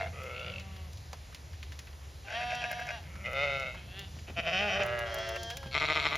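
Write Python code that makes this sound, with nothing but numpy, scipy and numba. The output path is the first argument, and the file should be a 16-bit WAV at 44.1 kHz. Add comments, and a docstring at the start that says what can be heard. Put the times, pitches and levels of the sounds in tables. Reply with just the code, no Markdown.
"""Sheep bleat one over another on a grass slope, tens of metres from a phone: clean, throbbing, two croaking.
Each voice is a train of vocal-fold slaps and breath that rings in throat resonances, with ground and tree echoes.
Drops tick and tap close by, each a snap and a dying burst of band-passed noise, over a faint patter.
Under all lie a wavering low hum with deep rumble and a soft, flickering field hiss, both shaped noise or tone."""
import sys
import numpy as np
from scipy import signal
from scipy.fft import rfft, irfft, next_fast_len
from scipy.io import wavfile
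from scipy.ndimage import uniform_filter1d
from numba import njit

SR = 44100
rng = np.random.default_rng(int(sys.argv[2]) if len(sys.argv) > 2 else 0)


def dump_mix(stems):
    """Bounce the given channels to the path in sys.argv[1] as a 16-bit WAV at rate SR."""
    frames = np.atleast_2d(stems).T  # one column per channel
    limited = np.clip(frames, -1, 1)  # hard clip at full scale
    pcm = np.round(limited * 32767).astype(np.int16)
    wavfile.write(sys.argv[1], SR, pcm)


N = 272097


def undb(db):
    """Amplitude ratio of a level in dB."""
    return 10 ** (np.asarray(db) / 20)


def unit(x):
    """Scale to rms 1."""
    return x / np.sqrt(np.mean(x ** 2))


def on_log(hz, table):
    """Read (Hz, value) rows on a log-frequency axis."""
    at, value = np.transpose(table)
    return np.interp(np.log(np.maximum(hz, 1)), np.log(at), value)


def rows_of(curve, table):
    """The rows of a table that belong to one bleat, without the bleat itself."""
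    return [row[1:] for row in table if row[0] is curve]


@njit
def svf(x, hz, width):
    """State-variable band-pass with a moving centre, gain 1 there."""
    y, band, low = np.empty(len(x)), 0., 0.
    for i in range(len(x)):
        g, k = np.tan(np.pi * hz[i] / SR), width / hz[i]
        v = (band + g * (x[i] - low)) / (1 + g * (g + k))
        band, low, y[i] = 2 * v - band, low + 2 * g * v, k * v
    return y


def walk(rate):
    """Random levels held 1 / rate s and smoothed twice over that time; spread near 1."""
    hold = int(SR / rate)
    steps = np.repeat(rng.standard_normal(N // hold + 1), hold)
    return 1.284 * uniform_filter1d(uniform_filter1d(steps, hold), hold)[:N]


# pitch and level through each single bleat: time_s, pitch_hz, level_db
TAIL = [(0, 98.9, -29), (.04, 98.4, -37.5), (.075, 95.5, -42), (.12, 91, -77)]
HOARSE = [(0.12, 129.5, -56), (0.176, 137.6, -45.5), (0.254, 126.9, -44.5), (0.494, 125.4, -44.5),
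          (0.62, 122.4, -61)]
CROAK = [(0.33, 62.2, -54), (.37, 61.8, -43), (.42, 59.6, -49), (0.5, 53.9, -44), (.56, 45.8, -48.5),
         (0.62, 40.3, -41)]
FAINT = [(0.44, 179.4, -50.5), (0.6, 194.5, -54), (0.72, 191.4, -54), (0.85, 186, -56), (0.93, 172, -72)]
CLEAR = [(2.24, 197.3, -50), (2.276, 200.1, -50.5), (2.31, 213.6, -43), (2.354, 229.9, -35.5),
         (2.4, 241.8, -36.5), (2.47, 242.5, -38), (2.552, 244.4, -36.5), (2.68, 239.2, -40.5),
         (2.8, 241.4, -42.5), (2.88, 242, -45.5), (2.944, 233.8, -39.5), (2.988, 205, -46.5),
         (3.03, 185, -95)]
GROWL = [(2.26, 46.94, -48.5), (2.322, 46, -37.5), (2.908, 46.34, -36), (2.98, 45.3, -74)]
MURMUR = [(3.04, 174, -63), (3.1, 179.3, -55), (3.2, 187, -50), (3.25, 195, -50.5), (3.3, 205, -49)]
LAMB = [(3.76, 186, -47), (3.86, 172, -62), (3.92, 181.3, -52), (3.994, 199.3, -42), (4.05, 191.6, -50.5),
        (4.1, 185, -82)]
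LOW = [(4.74, 115.9, -39), (4.8, 118.5, -34.5), (4.938, 119.6, -33), (5.024, 117.4, -34),
       (5.06, 115, -36.5), (5.228, 111.8, -36.5), (5.336, 110.7, -40), (5.372, 115.4, -35),
       (5.385, 112.8, -91)]
SOFT = [(4.74, 196, -66), (4.76, 197, -47.5), (5.32, 186, -52.5), (5.48, 169, -58.5)]
RISING = [(5.05, 188.5, -46), (5.108, 196.2, -41.5), (5.186, 218.4, -39), (5.23, 223.1, -39.5),
          (5.36, 226.6, -41.5), (5.496, 229, -42), (5.538, 239.2, -43.5), (5.568, 277.6, -54),
          (5.674, 267.3, -49.5), (5.738, 267.6, -60), (5.75, 261.7, -67)]
NEAR = [(5.705, 130.4, -50), (5.722, 137, -35.5), (5.752, 144.7, -28.5), (5.835, 153.1, -29.5),
        (5.96, 153.4, -28.5), (6.06, 154.6, -27), (6.17, 150, -31)]
# bleats with their own treble balance: time_s, pitch_hz, level_db (lower resonances), upper_over_lower_db
DEEP = [(3.235, 119.9, -50, 6), (3.263, 119.4, -43, 11), (3.285, 128, -40, -2), (3.313, 122.5, -42, -1.5),
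        (3.347, 133.4, -38, 0), (3.387, 137.4, -34.5, -0.5), (3.433, 145.1, -35.5, 3),
        (3.473, 140.1, -36.5, 1), (3.623, 133.8, -39, 0), (3.647, 128.1, -41.5, -1),
        (3.673, 130.4, -42.5, 4), (3.699, 122.9, -44.5, 0.5), (3.735, 125.2, -63, 14), (3.747, 125, -60, 6),
        (3.77, 122.5, -51, 16)]
LOUD = [(4.268, 169.8, -68, -2), (4.276, 172, -56, 10), (4.3, 177.1, -56, 5.5), (4.342, 179, -89, 6),
        (4.37, 170.6, -40.5, 1.5), (4.396, 167.6, -35.5, 5), (4.424, 175.4, -52, 6),
        (4.454, 161.8, -42.5, -0.5), (4.478, 173, -32.5, 5), (4.502, 165.8, -39, 8), (4.51, 164.7, -40, 4),
        (4.534, 186.4, -35.5, 3), (4.548, 184.8, -32, 0.5), (4.576, 187.1, -34.5, 5),
        (4.606, 202.8, -33.5, 2.5), (4.652, 208.1, -32.5, -3), (4.674, 205, -34, 0), (4.702, 189.8, -35, 1),
        (4.716, 194.7, -39, 5.5), (4.742, 186.0, -31.5, 1.5), (4.764, 200.2, -35.5, 1.5),
        (4.784, 201, -42, 3), (4.802, 206.5, -31, -4.5), (4.826, 197.4, -39.5, 7), (4.842, 193, -35.5, -9),
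        (4.87, 180, -42, -14)]
# stretches where a voice turns ragged: bleat, from_s, to_s, added_jitter (share of a period),
# loss_db (above TOP_THROAT_HZ)
RAGGED = [(LOUD, 4.26, 4.52, .022, 3), (LOUD, 4.52, 4.61, .004, 0), (LOUD, 4.61, 4.69, 0, 6),
          (LOUD, 4.69, 4.87, .02, 1), (DEEP, 3.2, 3.34, .03, 13), (DEEP, 3.64, 3.8, .012, 2),
          (CLEAR, 2.2, 2.31, .01, 3)]
# side pockets of the throat swallow a band: bleat, centre_hz, width_hz
HOLLOWS = [(LOUD, 4050, 800), (GROWL, 3500, 1200)]
CATCH_SAG, CATCH_JITTER = .006, .297  # per dB of catch: fall of pitch as a share, growth of jitter
CATCH_EDGE = .34  # flare at both edges of a catch, dB per dB, before the treble weighting
UPPER_HOLD = .17  # share of a fall in level that the upper resonances do not follow


def bleat(curve, catches, jitter, scatter_db, breath_db, treble_share, facing, throat, jaw):
    """Vocal folds slap shut once a cycle, air puffs follow, the throat rings; returns start and sound."""
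    s, *columns = np.transpose(curve)
    start = int(max(s[0], 0) * SR)
    t = np.arange(start, min(int(s[-1] * SR), N)) / SR
    hz, db, *bright_db = (np.interp(t, s, column) for column in columns)
    upper_db = bright_db[0] if bright_db else UPPER_HOLD * (db.max() - db)

    catch_db, flare_db = np.zeros((2, len(t)))
    for at_s, depth_db, length_s in catches:
        shut = np.exp(-np.log(2) * ((t - at_s) / (length_s / 2)) ** 4)
        catch_db += depth_db * shut
        flare_db += CATCH_EDGE * depth_db * 4 * shut * (1 - shut)
    more_jitter, loss_db = np.zeros((2, len(t)))
    for a, b, more, loss in rows_of(curve, RAGGED):
        inside = np.interp(t, (a - .01, a, b, b + .01), (0, 1, 1, 0))
        more_jitter += more * inside
        loss_db += loss * inside

    # a catch slows the folds and makes them uneven
    cycles = np.cumsum(hz * (1 - CATCH_SAG * catch_db)) / SR
    whole = np.arange(1, int(cycles[-1]))
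    smooth_catch_db = uniform_filter1d(catch_db, size=1500)
    uneven = jitter * (1.5 + CATCH_JITTER * np.interp(whole, cycles, smooth_catch_db))
    uneven = uneven + np.interp(whole, cycles, more_jitter)
    sources = folds(curve, cycles, whole, uneven, scatter_db, breath_db)

    jaw_percent = np.interp(t, np.linspace(s[0], s[-1], 3), jaw)
    caught, steady = ring_throat(curve, t, hz, sources, throat, jaw_percent, catch_db, flare_db, loss_db,
                                 treble_share, facing)
    # lower and upper resonances are levelled apart only where the bleat gives both levels
    norms = steady.std(1) if bright_db else 2 * [np.std(steady[0] + undb(upper_db) * steady[1])]
    voice = caught[0] / norms[0] + undb(upper_db) * caught[1] / max(norms[1], 1e-9)
    for dip_hz, width in rows_of(curve, HOLLOWS):
        voice = voice - svf(voice, np.full(len(t), float(dip_hz)), float(width))

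    # fade both ends over 12 ms, except where the scene itself begins or ends
    since_start = t - s[0] + (start == 0)
    until_end = s[-1] - t + (s[-1] > (N - 400) / SR)
    edge = np.clip(np.minimum(since_start, until_end) / .012, 0, 1)
    return start, voice * undb(db) * edge


# folds that close in two steps: bleat, lead (samples), early_share (of the main slap)
EARLY_SLAP = [(DEEP, 62, .5), (GROWL, 430, .6)]
LOUDEST_SLAP = 1.1  # cap on the scatter, in spreads


def folds(curve, cycles, whole, uneven, scatter_db, breath_db):
    """Slaps of the vocal folds plus breath after each one, as heard by the lower and the upper throat."""
    size = len(cycles)
    chance = rng.standard_normal((400, 2))[:len(whole)].T
    at = np.interp(whole + np.clip(uneven * chance[0], -.4, .4), cycles, np.arange(size - 0.))
    # a windowed sinc places each slap between samples
    taps = np.arange(-7, 9)[:, None]
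    part = taps - at % 1
    kernel = np.sinc(part) * np.cos(np.pi * part / 17) ** 2
    # the puff is stronger in the treble, so the low harmonics stay clean
    puff = np.exp(-(cycles % 1) / .3) * signal.lfilter([1, -.7], 1, rng.standard_normal(size))
    sources = []
    for share in (.3, 1):  # low resonances feel little of the change from slap to slap
        slaps = np.zeros(size + 16)
        slap_db = share * scatter_db * np.minimum(chance[1], LOUDEST_SLAP)
        np.add.at(slaps, at.astype(int) + taps + 7, kernel * undb(slap_db))
        for lead, early in rows_of(curve, EARLY_SLAP):
            slaps[:-lead] += early * slaps[lead:]
        sources.append(unit(slaps[7:7 + size]) + undb(breath_db) * unit(puff))
    return sources


# the mouth opens as the pitch climbs and lifts the lower resonances: bleat, climb_share (exponent on pitch)
WIDE_MOUTH = [(LOUD, 0.36)]
# one resonance swells or fades as the tongue moves: bleat, time_s, half_length_s, resonance_hz, change_db
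SWELLS = [(CLEAR, 2.37, .03, 1900, 10), (CLEAR, 2.36, .03, 3160, 6), (CLEAR, 2.6, .03, 3160, 6),
          (CLEAR, 2.68, .03, 3780, 7), (CLEAR, 2.85, .1, 2780, -4), (LOUD, 4.575, .045, 2950, 4),
          (LOUD, 4.65, .03, 2950, -9), (LOUD, 4.73, .035, 5650, 8), (LOUD, 4.52, .04, 5150, 4),
          (LOUD, 4.59, .05, 2476, 2), (HOARSE, .25, .08, 2080, 3), (LOW, 4.82, .02, 580, 3),
          (LOW, 5.15, .12, 1547, -6), (LOW, 5.1, .2, 2616, -5), (RISING, 5.3, .15, 5030, 4),
          (DEEP, 3.44, .04, 544, 3), (NEAR, 5.728, .02, 4140, 7)]
UPPER_HZ, TOP_THROAT_HZ = 1800, 3200  # upper resonances lie above the first, ragged loss above the second
CATCH_JAW = .54  # rise of the resonances in percent per dB of catch
CATCH_SPAN_HZ = 1300, 3300  # between these the dip shrinks to its treble share
STRIKE_WIDER = 4.37  # a slap reaches each resonance through a wider band, so the ring starts at once
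SKIRT_WIDER = 6  # a second, wider band trims the skirts of the upper resonances
WANDER_DB, WANDER_S = 1.1, .045  # each upper resonance swells and fades on its own with tongue and lips


def ring_throat(curve, t, hz, sources, throat, jaw_percent, catch_db, flare_db, loss_db, treble_share, facing):
    """Moving resonances ring at each slap; returns lower and upper sums with the catches and without."""
    caught, steady = np.zeros((2, 2, len(t)))
    shift = 1 + (jaw_percent + CATCH_JAW * catch_db) / 100
    lift = (hz / hz.mean()) ** sum(share for share, in rows_of(curve, WIDE_MOUTH))
    # facing the phone, all bands build up to the same instant and each slap is one sharp upward spike
    way = -1 if facing else 1
    for centre_hz, width, mode_db in throat:
        upper = int(centre_hz > UPPER_HZ)
        centre = centre_hz * shift * (1 if upper else lift)
        knots = np.arange(t[0], t[-1] + WANDER_S, WANDER_S)
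        ring_db = upper * WANDER_DB * np.interp(t, knots, rng.standard_normal(64)[:len(knots)])
        for at_s, half_s, near_hz, change_db in rows_of(curve, SWELLS):
            if abs(near_hz / centre_hz - 1) < .07:
                ring_db = ring_db + change_db * np.exp(-((t - at_s) / half_s) ** 2)
        ring_db = mode_db + ring_db - (centre_hz > TOP_THROAT_HZ) * loss_db

        # way = -1 filters backwards in time
        strike = svf(sources[upper][::way].copy(), centre[::way].copy(), STRIKE_WIDER * width)
        strike = -way * strike[::way]
        if upper:  # valleys between the upper resonances stay dark
            strike = svf(strike.copy(), centre, SKIRT_WIDER * width)
        ring = undb(ring_db) * svf(strike.copy(), centre, float(width))
        steady[upper] += ring
        high = np.interp(centre_hz, CATCH_SPAN_HZ, (0, 1))
        caught[upper] += ring * undb((1 - treble_share) * high * (catch_db + high * flare_db) - catch_db)
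    return caught, steady


# catches of the throat inside throbbing bleats: time_s, depth_db, length_s
GROWL_CATCHES = [(2.375, 6, 0.047), (2.468, 14, 0.052), (2.581, 15, 0.059), (2.682, 11.5, 0.043),
                 (2.765, 13, .04), (2.849, 16, 0.044), (2.949, 8.5, 0.043)]
NEAR_CATCHES = [(5.723, 12, .04), (5.794, 12.3, 0.025), (5.868, 12.5, 0.024), (5.943, 12.3, 0.022),
                (6.022, 10.1, 0.049), (6.097, 12, .035), (6.172, 11, 0.018)]
# kinds of voice: base jitter (scaled up in bleat), slap scatter_db, breath_db over the slaps,
# share of a catch felt in the treble, facing the phone 0 or 1
CLEAN, VEILED = (.0015, .7, -20, 1, 0), (.002, 2, -9, 1, 0)
HARSH, BRASSY = (.003, 2, -6, 1, 0), (.003, 1.2, -3, 1, 1)
GRITTY, ROUGH = (.011, 3, -1, .25, 1), (.03, 3, 1, 1, 0)
CREAKY, RASPY = (.015, 1.5, 3, 1, 0), (.07, 2.5, 9, 1, 0)
# the flock on the slope: bleat, catches, kind of voice, left_minus_right_db,
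# throat resonances (centre_hz, width_hz, level_db)
FLOCK = [ (TAIL, [], RASPY, 0., [(690, 56, 13), (510, 61, 2), (1426, 22, 1), (1620, 420, -3.5),
         (2100, 91, 0.5), (2740, 50, -2.5), (3300, 390, -14.5)]), (HOARSE, [], ROUGH, 0.96, [(500, 87, 1),
         (1260, 78, 0), (2030, 85, -4.5), (2500, 260, -8), (3210, 33, -9)]), (CROAK, [],
         CREAKY, .3, [(2300, 190, 2), (2710, 150, 7.5), (3210, 220, -1.5), (3800, 180, -10),
         (4530, 240, -11)]), (FAINT, [], CLEAN, 0., [(196, 137, -1), (655, 79, 3), (1100, 61, -4),
         (2250, 190, -7.5), (2820, 430, -8.5)]), (CLEAR, [], CLEAN, 0.45, [(230, 220, -19), (754, 79, 6),
         (1237, 100, -11), (1550, 300, -5.5), (1840, 140, -12), (2760, 125, -0.5), (3190, 290, -8),
         (3700, 170, -11), (4700, 160, -15.5), (5680, 190, -15), (10200, 850, -29.5)]),
         (GROWL, GROWL_CATCHES, RASPY, 0.62, [(638, 71, 0), (1555, 85, 1.5), (2040, 25, -2),
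         (2400, 350, -6), (3160, 260, -33), (5000, 1300, -27)]), (MURMUR, [], ROUGH, 0., [(186, 77, -0.5),
         (516, 73, -2), (1265, 83, -1.5), (2100, 314, -1)]), (DEEP, [], BRASSY, 0.37, [(129.9, 16, -15.5),
         (398, 55, -11), (529, 79, 0), (980, 330, -37), (1248, 133, -4.5), (1953, 138, 6), (2340, 120, 6),
         (2750, 310, -8), (3410, 163, -4.5), (4140, 1600, -23)]), (LAMB, [], VEILED, 0.78, [(411, 58, 5.5),
         (702, 25, 16), (1720, 400, 4), (2740, 150, 11.5), (3330, 310, 8), (4000, 300, -2)]), (LOUD, [],
         HARSH, .1, [(185, 230, -0.5), (418, 32, 9.5), (660, 85, 15.5), (1120, 420, 1.5), (1394, 65, 5),
         (2000, 170, 6.5), (2506, 425, 9.5), (2917, 120, 7.5), (3450, 350, 1), (5150, 150, -7.5),
         (5700, 120, -7)]), (LOW, [], VEILED, -0.11, [(115, 33.3, -4.5), (573.6, 49, 12.5), (1330, 250, 0),
         (1533, 59, 6.5), (1800, 210, 0), (2650, 81, 2), (3220, 320, -16)]), (SOFT, [],
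         CLEAN, 0., [(362.6, 20, -16), (734, 330, -28.5)]), (RISING, [], CLEAN, 0., [(557.3, 56, 13),
         (608, 128, 18.5), (1573, 102, 16.5), (3106, 86, 20), (4200, 1500, 0), (5005, 140, 4),
         (5650, 140, 3)]), (NEAR, NEAR_CATCHES, GRITTY, 1.9, [(150, 55, -6), (398, 107, -0.5),
         (657, 27, 10), (910, 92, -0.5), (1248, 107, 7), (1530, 200, -1.5), (2120, 106, 9.5),
         (2430, 360, 2), (3200, 350, -4), (3678, 210, -4), (4040, 310, -6.5), (5360, 330, -15.5),
         (7230, 1940, -25), (9900, 640, -59)]), ]
# the jaw moves the resonances, in flock order: start_percent, middle_percent, end_percent
JAW = [(-0.5, -2.5, 25), (-3, 8.5, 10), (-5.5, 5.5, -6), (-12, -0.5, -5), (-2, -0.5, 1), (-1, 6, 1),
       (1, 5.5, 4), (5, 8.5, 11.5), (-8, -1, 8), (0, 1.5, 0), (3, 6.5, 3), (4, 10.5, -3), (3.5, 6, 0),
       (-0.5, -1.5, -3)]


def flock():
    """Every bleat at its time and side, then the echoes of ground and trees."""
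    out = np.zeros((2, N))
    for (curve, catches, kind, pan_db, throat), jaw in zip(FLOCK, JAW):
        start, voice = bleat(curve, catches, *kind, throat, jaw)
        out[:, start:start + len(voice)] += voice * undb([[pan_db / 2], [-pan_db / 2]])
    return out + echoes(out)


# returns from the ground (first row) and tree line: delay_s, level_db
ECHOES = [(.006, -18), (.031, -18), (.058, -13.5), (.097, -62), (.15, -20.5)]
ECHO_LEFT_DB = 5.5  # the slope throws the ground echo more to one side


def echoes(direct):
    """Delayed, dulled copies; tree echoes swap sides and every second echo flips the right side."""
    dull = signal.lfilter([.5], [1, -.5], direct)
    out = np.zeros((2, N))
    for k, (delay, db) in enumerate(ECHOES):
        lag = int(delay * SR)
        back = (dull[::-1] if k else dull)[:, :-lag]
        left_gain = undb(ECHO_LEFT_DB * (k == 0))
        out[:, lag:] += undb(db) * back * [[left_gain], [(-1) ** k]]
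    return out


def drops(table, t60, spread):
    """Each drop is a snap and a dying burst of noise around its centre; spread = band width over centre."""
    out, t = np.zeros(N + 4096), np.arange(4096) / SR
    for s, db, hz in table:
        push = rng.standard_normal(4096) * undb(-60 * t / max(t60, .003))
        push[0] += 5.5
        burst = svf(push, np.full(4096, float(hz)), spread * hz)
        at = int(s * SR)
        out[at:at + 4096] += undb(db) * burst / np.abs(burst).max()
    return out[:N]


# sharp bright drops close by: start_s, low_peak_db, high_peak_db (one for each of the two bands)
TICKS = [(0.2348, -40.5, -41), (0.397, -42, -64), (0.932, -40, -57), (1.1313, -31, -67), (1.3467, -34, -61),
         (1.792, -34.5, -59), (2.552, -34.5, -63), (2.7145, -39, -27), (2.7989, -57.5, -40),
         (2.8696, -38, -62), (3.029, -55, -50), (3.089, -66, -47), (3.25, -55, -55), (3.3154, -46, -45),
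         (3.332, -42, -41), (3.5981, -35, -56), (3.993, -35, -32), (4.834, -30.5, -49), (4.863, -46, -32.5),
         (4.9903, -33, -32), (5.1433, -35, -24), (5.1864, -31, -56), (5.2902, -33, -28.5),
         (5.3594, -50, -40), (5.4323, -27, -37), (5.501, -59, -52), (5.5703, -30, -29), (6.1558, -30, -35)]
TICK_BANDS_HZ, TICK_T60_S = (5500, 11500), .03


def ticks():
    """Bright drops sound in two bands at once."""
    s, *levels = np.transpose(TICKS)
    bands = zip(levels, TICK_BANDS_HZ)
    return sum(drops(zip(s, db, 0 * s + hz), TICK_T60_S, spread=.7) for db, hz in bands)


# duller drops close by: start_s, peak_db, centre_hz
TAPS = [(.597, -36, 2577), (.764, -38.5, 2500), (.972, -40, 4000), (1.131, -31, 780), (1.327, -44, 1400),
        (1.347, -34, 2520), (1.532, -40.5, 2000), (1.629, -30, 2250), (1.721, -35, 2300),
        (1.79, -34.5, 2139), (1.87, -40, 1834), (1.93, -44, 2000), (3.155, -38, 1330), (3.258, -41, 2600),
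        (3.745, -37, 1100), (3.996, -40, 3100), (4.165, -42, 200.3), (4.188, -39, 2100),
        (4.283, -36.5, 150), (4.3, -33, 140), (4.385, -33.5, 150), (5.36, -31, 2000), (5.502, -28, 2740),
        (5.57, -32, 2620), (5.63, -33, 1070), (5.66, -34, 174), (5.67, -38, 2500)]


def dull_taps():
    """Duller drops sound in one band each, with a longer fall of the noise."""
    return drops(TAPS, t60=.077, spread=.7)


PATTER_PER_S, PATTER_T60_S = 30, .0064
PATTER_DB, PATTER_SPREAD_DB = -60, 2.5  # faintest peak, and scale of the spread above it


def patter():
    """Many faint drops at random moments, a few of them louder."""
    u = rng.random((int(PATTER_PER_S * N / SR), 3))
    db = PATTER_DB - PATTER_SPREAD_DB * np.log(1 - .97 * u[:, 1])
    centre_hz = 1500 * 6 ** u[:, 2]
    return drops(zip(u[:, 0] * N / SR, db, centre_hz), PATTER_T60_S, spread=.72)


def noise_band(centre, width):
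    """Noise passed twice through one band, at rms 1."""
    return unit(svf(svf(rng.standard_normal(N), centre, width), centre, width))


# low hum under the flock: time_s, pitch_hz, level_db
HUM = [(0, 82.5, -42.5), (.57, 81.66, -45), (1.0, 77.5, -45.5), (1.34, 72, -53.5), (1.55, 73.54, -43),
       (2.1, 73.2, -47.5), (2.6, 66, -52), (2.97, 76.33, -48.5), (3.56, 75.06, -48.5), (3.7, 63.5, -51),
       (4.07, 77.57, -48.5), (4.93, 78.33, -49.5), (5.6, 75.66, -48.5), (5.88, 82.6, -49),
       (6.17, 76.4, -57)]
HUM_WAVER_DB, HUM_WAVER_PER_S = .5, 21


def hum():
    """A low tone that wavers in pitch and strength, with a haze of noise round it."""
    t = np.arange(N) / SR
    s, *columns = np.transpose(HUM)
    hz, db = (np.interp(t, s, column) for column in columns)
    hz = hz * (1 + .0218 * walk(18))
    tone = np.sqrt(2) * np.sin(2 * np.pi * np.cumsum(hz) / SR)
    haze = noise_band(hz, 33.)
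    level = undb(db + HUM_WAVER_DB * walk(HUM_WAVER_PER_S))
    return level * (undb(-1.) * tone + undb(-4) * haze)


# deep noise that swells slowly: time_s, level_db (near 130 Hz), level_db (near 45 Hz)
RUMBLE = [(0.0, -52, -74), (2.08, -67.5, -60), (2.51, -54.5, -67), (3.93, -52.5, -57), (5.27, -55.5, -53),
          (5.699, -53.5, -59), (6.17, -53, -49)]


def rumble():
    """Two bands of deep noise, above and below the hum, each with its own slow level."""
    t = np.arange(N) / SR
    s, *levels = np.transpose(RUMBLE)
    bands = zip(levels, (130., 45.), (70., 25.))  # centre Hz, width Hz
    return sum(undb(np.interp(t, s, db)) * noise_band(np.full(N, hz), width) for db, hz, width in bands)


# colour of the field hiss: frequency_hz, density_db (per Hz, relative)
FIELD = [(25, -25), (50, 20), (90, 18), (130, 8), (200, -1.5), (300, -2), (600, -1), (1200, -7),
         (2500, -6.5), (4000, -7), (6500, -10), (10000, -17), (13300, -21), (14000, -27), (14600, -66)]
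# breadth of the field hiss: frequency_hz, side_over_mid (amplitude ratio)
FIELD_WIDE = [(60, 0.053), (200, 0.36), (600, 0.43), (1500, 0.81), (2400, 0.21), (3700, 0.0057),
              (6500, 0.059), (9000, 1)]
FIELD_DB, FLICKER_DB = -50.5, 1.2  # level of the whole hiss, flicker of each band


def field():
    """Overlapping bands of stereo noise, half an octave apart, that flicker each on its own."""
    out = 0
    size = next_fast_len(N + 1, True) // 2 * 2
    hz = np.fft.rfftfreq(size, 1 / SR)
    shape, wide = undb(on_log(hz, FIELD)), on_log(hz, FIELD_WIDE)
    mid, side = rfft(rng.standard_normal((2, size))) * shape
    sides = np.array([mid + wide * side, mid - wide * side])
    for centre in np.arange(4.5, 14.5, .5):  # log2 of Hz
        band = np.clip(1 - 2 * np.abs(np.log2(np.maximum(hz, 1)) - centre), 0, 1)
        pair = irfft(band * sides, size)[:, :N]
        out = out + undb(FLICKER_DB * walk(9.9)) * pair
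    return undb(FIELD_DB) * unit(out)


def scene():
    """The flock over close drops, hum, rumble and field hiss."""
    return flock() + ticks() + dull_taps() + patter() + hum() + rumble() + field()


# phase between the two microphone ports: frequency_hz, left_lead_rad
PORTS = [(300, .05), (780, .1), (1210, -.7), (1680, -1.), (1930, .1), (3880, .1), (6500, -.35),
         (8500, -1.9), (15000, -1.9)]
MIC_BASS_HZ, TOP_HZ = 43, 16400  # the microphone falls away below the first; the top is cut at the second
DIP_HZ, DIP_WIDTH_HZ, DIP_SHARE = 8300, 1500, .97  # a dark band in the treble; share of amplitude lost


def record(dry):
    """Two ports shift the phase between the sides; deep bass falls away, a band near 8 kHz is dark, the top is cut."""
    size = next_fast_len(N + 4096)
    hz = np.fft.rfftfreq(size, 1 / SR)
    dip = 1 - DIP_SHARE * np.exp(-((hz - DIP_HZ) / (DIP_WIDTH_HZ / 2)) ** 4)
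    bass = 1 / np.sqrt(1 + (MIC_BASS_HZ / np.maximum(hz, 1)) ** 4)
    turn = np.exp(.5j * on_log(hz, PORTS) * np.array([[1], [-1]]))
    wet = irfft(rfft(dry, size) * dip * bass * turn, size)[:, :N]
    return signal.sosfilt(signal.ellip(10, .2, 70, TOP_HZ, fs=SR, output="sos"), wet)


dry = scene()
out = record(dry)
dump_mix(out)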